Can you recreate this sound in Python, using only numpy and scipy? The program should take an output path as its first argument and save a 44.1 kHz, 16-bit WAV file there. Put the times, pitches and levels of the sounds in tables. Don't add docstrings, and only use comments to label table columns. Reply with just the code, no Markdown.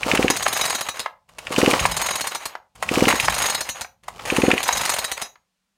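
import sys
import numpy as np
from scipy import signal
from scipy.io import wavfile
from scipy.ndimage import uniform_filter1d

SR = 44100
rng = np.random.default_rng(int(sys.argv[2]) if len(sys.argv) > 2 else 0)


def dump_mix(stems):
    frames = np.atleast_2d(stems).T
    limited = np.clip(frames, -1, 1)
    pcm = np.round(limited * 32767).astype(np.int16)
    wavfile.write(sys.argv[1], SR, pcm)


N = 254456
TIME = np.arange(N) / SR

# (start/s, full speed/s, end/s, swell/dB per s, rasp level/dB, hiss level/dB,
# rocking level/dB), levels before trims
PULL_STROKES = [(0.0, 0.066, 0.21, 169, -28.5, -33, -39.5), (1.28, 1.587, 1.754, 135, -25.5, -30, -44),
                (2.75, 2.944, 3.08, 172.5, -26, -29.5, -39), (4.03, 4.376, 4.264, 123, -23, -28, -38.5)]
# (t/s, spit level/dB before trim)
PORT_OPENINGS = [(0.032, -6.5), (0.1148, 0), (0.1743, -3), (0.2273, -5.5), (0.281, -3), (0.3587, -13.5),
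                 (1.4695, -10.5), (1.5625, -5), (1.6151, -4), (1.6608, -2.5), (1.7118, -5), (1.7942, -5),
                 (2.8899, -6), (2.956, -6.5), (3.0069, -9.5), (3.0542, -5), (3.1124, -5), (3.199, -3),
                 (4.3016, -4), (4.365, -7.5), (4.419, -4), (4.466, -11), (4.5149, 2), (4.579, -4.5)]
# (first tooth/s, number of teeth, steady gap/s, extra gap at the start/s,
# extra gap at the end/s)
ROPE_REWINDS = [(0.301, 13, .037, .0265, .0706), (1.798, 12, .0406, .018, .0655),
                (3.199, 12, .0312, .0187, .0892), (4.63, 12, .0363, .0118, .0638)]
# (f/Hz, relative level/dB)
HOUSING_COLOUR = [(100, -27.5), (300, -10.5), (550, 1.5), (830, 3.5), (1120, 4), (1500, -1), (2100, 1),
                  (3200, -3), (5000, -16), (12000, -34)]
SPEED_UP_TEETH = 3


def gain_of(db):
    return 10 ** (np.asarray(db) / 20)


def evened(x):
    return x / np.sqrt(np.mean(x ** 2) + 1e-20)


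def read(points, hz):
    f, value = np.transpose(points)
    return np.interp(np.log(hz + 1), np.log(f), value)


def add(mix, s, sound):
    part = mix[max(round(s * SR), 0):][:len(sound)]
    part += sound[:len(part)]


def colour(x, points, size=2048):
    log_gain = np.log(gain_of(read(points, abs(np.fft.fftfreq(size, 1 / SR)))))
    response = np.fft.ifft(np.exp(np.conj(signal.hilbert(log_gain)))).real
    return signal.oaconvolve(x, response / np.linalg.norm(response))[:len(x)]


def grit(count, spread_db):
    return evened(rng.standard_normal(count) * gain_of(spread_db * rng.standard_normal(count)))


def fade(t, t60):
    return (t >= 0) * np.exp(-np.log(1000) * np.maximum(t, 0) / t60)


def ramp_db(start, full, end, swell_db_per_s, fall_db_per_s):
    swell = -swell_db_per_s * np.maximum(full - TIME, 0)
    fall = -fall_db_per_s * np.maximum(TIME - end, 0)
    return np.where(TIME < start, -np.inf, swell + fall)


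def pulling():
    drawn = sum(1. * ((TIME > start) & (TIME < end)) for start, _, end, *_ in PULL_STROKES)
    return uniform_filter1d(drawn, size=1000)


def spits(trim_db=-3, hz=2550, rise=0.00059, lag=.0003, hiss_db=-13, hiss_t60=0.036, lead_t60=0.007):
    # (f/Hz, relative level/dB)
    spit_colour = [(300, -54.5), (1200, -7), (1900, 2), (2550, 4.5), (3200, -2.5), (4500, -12.5),
                   (9000, -16.5), (16000, -55.5)]
    pops, hiss = np.zeros((2, N))
    t = np.arange(-(SR // 50), SR // 20) / SR
    age = np.maximum(t, 0) / rise
    pop_shape = (age * np.exp(1 - age)) ** 2
    hiss_shape = fade(t, hiss_t60) + fade(-t, lead_t60)
    for s, db in PORT_OPENINGS:
        pitch = hz * (1 + .035 * rng.standard_normal())
        tone = np.sin(2 * np.pi * pitch * t)
        add(pops, s + t[0] + lag, gain_of(db + trim_db) * pop_shape * tone)
        add(hiss, s + t[0] + lag, gain_of(db + hiss_db) * rng.standard_normal(len(t)) * hiss_shape)
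    return pops + colour(hiss, spit_colour)


def strokes(share=0.3, fast_turn_s=0.045, fast_db=-3.5, db_per_doubling=14):
    rows = []
    for ports in np.reshape([s for s, db in PORT_OPENINGS], (len(PULL_STROKES), -1)):
        turn = np.arange(len(ports))
        clock = np.polynomial.Polynomial.fit(turn, ports, len(ports) - 1)
        at = turn[:-1] + share
        doublings = np.log2(fast_turn_s / clock.deriv()(at))
        rows += zip(clock(at), fast_db + db_per_doubling * doublings)
    return rows


def gulps(trim_db=-2, lag=0.00057):
    # (f/Hz, level/dB before trim, time to the peak/s)
    cavity_modes = [(289, 3, 0.0023), (479, -3, 0.0044), (216, -9, 0.003), (140, -14.5, 0.0027),
                    (791, -17.5, 0.014)]
    out, t = np.zeros(N), np.arange(SR // 20) / SR
    for s, db in strokes():
        for hz, mode_db, rise in cavity_modes:
            swell = (t / rise * np.exp(1 - t / rise)) ** 2.16
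            pitch = hz * (1 + .03 * rng.standard_normal())
            tone = -np.sin(2 * np.pi * pitch * t)
            add(out, s + lag, gain_of(db + mode_db + trim_db) * swell * tone)
    return out


def teeth(first, count, steady, extra_start, extra_end, slow_down_teeth=1.8, reference_gap_s=0.05):
    k = np.arange(count - 1)
    starting = extra_start * np.exp(-(k / SPEED_UP_TEETH) ** 2)
    braking = extra_end * np.exp(-k[::-1] / slow_down_teeth)
    times = first + np.r_[0, np.cumsum(steady + starting + braking)]
    return times, np.log2(np.gradient(times) / reference_gap_s)


def pawl_snaps(tooth_housing_db=-13, tooth_steel_db=-20, housing_loss_db=4, steel_loss_db=2.5,
               soft_start_db=-6, scatter_db=1):
    # (t/s, housing level/dB, steel level/dB), before trims
    single_snaps = [(0.149, -4, -22), (0.301, -7, -16), (1.29, -37, -54), (1.384, -18.5, -33.5),
                    (1.521, -12.5, -29.5), (1.586, -33, -21), (1.705, -19.5, -19), (1.818, -12.5, -39),
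                    (2.754, -32, -47), (2.825, -11.5, -27.5), (3.082, -3, -16), (3.101, -2.5, -22),
                    (3.155, -11.5, -23.5), (4.035, -40.5, -51), (4.081, -25, -34.5), (4.193, -18.5, -63),
                    (4.253, -16.5, -30.5), (4.364, -11.5, -24.5)]
    press_levels = [-0.087, -0.42, -0.092, -0.39]
    rows = list(single_snaps)
    for row, press_db in zip(ROPE_REWINDS, press_levels):
        times, slow = teeth(*row)
        starting = np.exp(-(np.arange(len(times)) / SPEED_UP_TEETH) ** 2)
        housing, steel = press_db + scatter_db * rng.standard_normal((len(times), 2)).T
        housing += tooth_housing_db - housing_loss_db * slow + soft_start_db * starting
        steel += tooth_steel_db - steel_loss_db * slow
        rows += zip(times, housing, steel)
    return sorted(rows)


def ratchet(snap_db=1, clack_db=-11, longest_pair_gap=0.0072, second=0.56, snap_t60=0.038, clack_t60=0.041,
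            rise=0.00028):
    snaps, clacks = np.zeros((2, N))
    t = np.arange(SR // 8) / SR
    onset = 1 - np.exp(-t / rise)
    for s, housing_db, steel_db in pawl_snaps():
        late = t - longest_pair_gap * rng.uniform(0.44, 1.0)
        chatter = onset * rng.standard_normal(len(t))
        snap = chatter * (fade(t, snap_t60) + second * fade(late, snap_t60))
        clack = chatter * (fade(t, clack_t60) + second * fade(late, clack_t60))
        add(snaps, s, gain_of(steel_db + snap_db) * snap)
        add(clacks, s, gain_of(housing_db + clack_db) * clack)
    return flywheel(snaps) + colour(clacks, HOUSING_COLOUR)


def rewind(body_db=-30, steel_db=-36, body_loss_db=8, steel_loss_db=10, body_fall_db_per_s=70,
           steel_fall_db_per_s=300, rattle_db=3.0, stop_t60=0.051):
    home_times = [1.07, 2.56, 3.83, 5.27]
    # (share of the tooth, level/dB)
    contact_curve = [(0, -2.5), (.15, -9), (.44, -19.5), (.54, 0.5), (1, -1)]
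    body, steel = np.zeros((2, N))
    for (_, _, released, *_), row, home in zip(PULL_STROKES, ROPE_REWINDS, home_times):
        times, slow = teeth(*row)
        tooth = np.interp(TIME, times, np.arange(len(times))) % 1
        contact = gain_of(np.interp(tooth, *np.transpose(contact_curve)))
        contact *= fade(np.maximum(TIME - home, 0), stop_t60)
        slow = np.interp(TIME, times, slow)
        body_ramp = ramp_db(released, released, times[-1], 0, body_fall_db_per_s)
        steel_ramp = ramp_db(released, released, times[-1], 0, steel_fall_db_per_s)
        body += contact * gain_of(body_ramp - body_loss_db * slow)
        steel += contact * gain_of(steel_ramp - steel_loss_db * slow)
    rattle = gain_of(rattle_db * evened(uniform_filter1d(rng.standard_normal(N), size=250)))
    slips = grit(N, 3.5) * rattle
    scrape = gain_of(body_db) * colour(slips * body, HOUSING_COLOUR)
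    return scrape + gain_of(steel_db) * flywheel(slips * steel)


def flywheel(drive, count=9, ring_db=-2.5, pressed_loss=.85):
    # (f/Hz, relative level/dB, t60/s)
    flywheel_modes = [(3036, -13, .06), (3901, -5, .14), (4255, -6, .08), (4282, -5.5, .1), (5103, -6, .1),
                      (5938, -9, .18), (6620, -2, .1), (6648, -6, .24), (7493, -12, .06), (7884, -13, .08),
                      (8118, -14, .08), (8735, -10, .06), (8795, -10, .06), (9195, -12, .06),
                      (9960, -15, .05), (10430, -13, .06), (11093, -17, .1), (11800, -20, .07),
                      (11956, -17, .08), (12210, -20, .07), (12340, -20, .07), (12860, -16, .05),
                      (13280, -14, .06), (13340, -14, .06), (14000, -21, .07), (15050, -20, .06),
                      (15315, -17, .05)]
    # (f/Hz, relative level/dB)
    steel_colour = [(1500, -1), (3000, 2.5), (3800, 5.5), (4500, 2), (5000, 2), (5500, -4), (6600, 3.5),
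                    (7800, -0.5), (9600, 2.5), (10400, -3), (11200, -13), (13200, -4), (16000, -23)]
    t = np.arange(SR // 3) / SR
    hz, db, t60 = np.transpose(flywheel_modes)[:, :, None]
    modes = gain_of(db) * fade(t, t60) * np.sin(2 * np.pi * hz * t)
    free = drive * gain_of(ring_db) * (1 - pressed_loss * pulling())
    times = np.concatenate([teeth(*row)[0] for row in ROPE_REWINDS])
    spot = rng.integers(count, size=len(times) + 1)[np.searchsorted(times, TIME)]
    out = colour(drive, steel_colour)
    for k in range(count):
        mode_mix = rng.choice([-1, 1], len(modes)) * gain_of(rng.uniform(-4, 4, len(modes)))
        ring = mode_mix @ modes
        out += signal.oaconvolve(free * (spot == k), ring / np.linalg.norm(ring))[:N]
    return out


def knocks(trim_db=9, chatter=0.18, chatter_t60=0.028, lead=0.042, lead_t60=0.011):
    # (t/s, level/dB before trim)
    blows = [(0.464, -2.5), (0.888, -13.5), (1.06, -11), (1.737, -1.5), (1.853, -0.5), (2.354, -17),
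             (2.552, -16.5), (2.826, -11), (3.083, -3.5), (3.126, -6), (3.282, -0.5), (3.846, -21),
             (4.083, -18.5), (4.504, -4.5), (4.689, -1), (5.356, -34.5)]
    # (f/Hz, relative level/dB)
    knock_colour = [(150, -34), (500, -9), (750, 2), (1150, 3), (1500, -0.5), (2000, -2), (3000, -12),
                    (6000, -23), (16000, -47.5)]
    out, t = np.zeros(N), np.arange(-(SR // 50), SR // 10) / SR
    looseness = chatter * fade(t, chatter_t60) + lead * fade(-t, lead_t60)
    for s, db in blows:
        drive = (t == 0) + rng.standard_normal(len(t)) * looseness
        add(out, s + t[0] + .0007, gain_of(db + trim_db) * drive)
    return colour(out, knock_colour)


def rope(rasp_db=0, hiss_db=-1, grain_db=3, fall_db_per_s=130, hiss_steepness=1.02, rasp_surge_db=2.5,
         hiss_surge_db=2, surge_phase=0.68):
    # (f/Hz, relative level/dB)
    rasp_colour = [(59, -39), (100, -13), (246, -11), (402, -8), (531, -0.5), (761, -3), (1130, -2),
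                   (1730, -13), (2510, -13.5), (2960, -9), (3430, -23), (4530, -20), (5000, -19),
                   (6500, -49.5), (11000, -120)]
    # (f/Hz, relative level/dB)
    fibre_colour = [(1500, -7.5), (3500, 0.5), (6500, -0.5), (9500, -5.5), (12000, -11), (16000, -15.5)]
    body, hiss = np.zeros((2, N))
    for start, full, end, swell, body_db, fizz_db, _ in PULL_STROKES:
        speed_db = ramp_db(start, full, end, swell, fall_db_per_s)
        body += gain_of(body_db + speed_db)
        hiss += gain_of(fizz_db + hiss_steepness * speed_db)
    crank = np.interp(TIME, [s for s, db in PORT_OPENINGS], np.arange(len(PORT_OPENINGS)))
    surge = pulling() * np.cos(2 * np.pi * (crank - surge_phase))
    braid = gain_of(grain_db * evened(uniform_filter1d(rng.standard_normal(N), size=120)))
    strands, fibres = grit(N, 3), grit(N, 5)
    rasp = colour(strands * braid * body * gain_of(rasp_surge_db * surge), rasp_colour)
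    fizz = colour(fibres * braid * hiss * gain_of(hiss_surge_db * surge), fibre_colour)
    return gain_of(rasp_db) * rasp + gain_of(hiss_db) * fizz


def bench(trim_db=-2, swell_db_per_s=65, fall_db_per_s=34, lurch_hold=0.041, lurch_fall_db_per_s=90,
          rest_s=5.4, rest_t60=.4):
    # (t/s, level/dB before trim)
    lurches = [(1.81, -29), (3.23, -32.5), (4.73, -43)]
    # (f/Hz, relative level/dB)
    bench_colour = [(18, -38.5), (30, -9.5), (45, -4.5), (70, -5.5), (120, -6), (200, -8), (400, -45.5),
                    (1000, -93.5)]
    rocking = np.zeros(N)
    for start, full, end, *_, db in PULL_STROKES:
        rocking += gain_of(db + ramp_db(start, full, end, swell_db_per_s, fall_db_per_s))
    for s, db in lurches:
        rocking += gain_of(db + ramp_db(s, s, s + lurch_hold, 0, lurch_fall_db_per_s))
    rocking *= fade(np.maximum(TIME - rest_s, 0), rest_t60)
    return gain_of(trim_db) * rocking * colour(rng.standard_normal(N), bench_colour)


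def workshop(x, wet_db=-12, delay=0.0066):
    # (f/Hz, t60/s)
    shop_decay = [(150, 0.23), (600, 0.34), (1300, 0.23), (4000, 0.2), (9000, 0.17), (16000, 0.31)]
    taps = rng.standard_normal(SR // 2) * (rng.random(SR // 2) < .08)
    hz, t, z = signal.stft(taps, SR, nperseg=256)
    tail = signal.istft(z * fade(t, read(shop_decay, hz)[:, None]), SR, nperseg=256)[1]
    tail *= np.clip(np.arange(len(tail)) / SR / delay - 1, 0, 1)
    return x + gain_of(wet_db) * signal.fftconvolve(x, tail / np.linalg.norm(tail))[:N]


def room_tone(level_db=-76.5):
    # (f/Hz, relative level/dB)
    quiet_colour = [(30, 3), (130, -12.5), (190, 6.5), (260, -11.5), (1000, -10), (4000, -12),
                    (9000, -17.5), (16000, -27.5)]
    return gain_of(level_db) * colour(rng.standard_normal(N), quiet_colour)


def scene():
    saw = spits() + gulps() + ratchet() + rewind() + knocks() + rope() + bench()
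    return (workshop(saw) + room_tone())[None]


def record(dry, bass_hz=36, edge_hz=16200):
    heard = signal.sosfilt(signal.butter(4, bass_hz, "highpass", fs=SR, output="sos"), dry)
    band_limit = signal.firwin(511, edge_hz, window=("kaiser", 9), fs=SR)[None]
    return signal.oaconvolve(np.clip(heard, -1, 1), band_limit, "same")


dry = scene()
out = record(dry)
dump_mix(out)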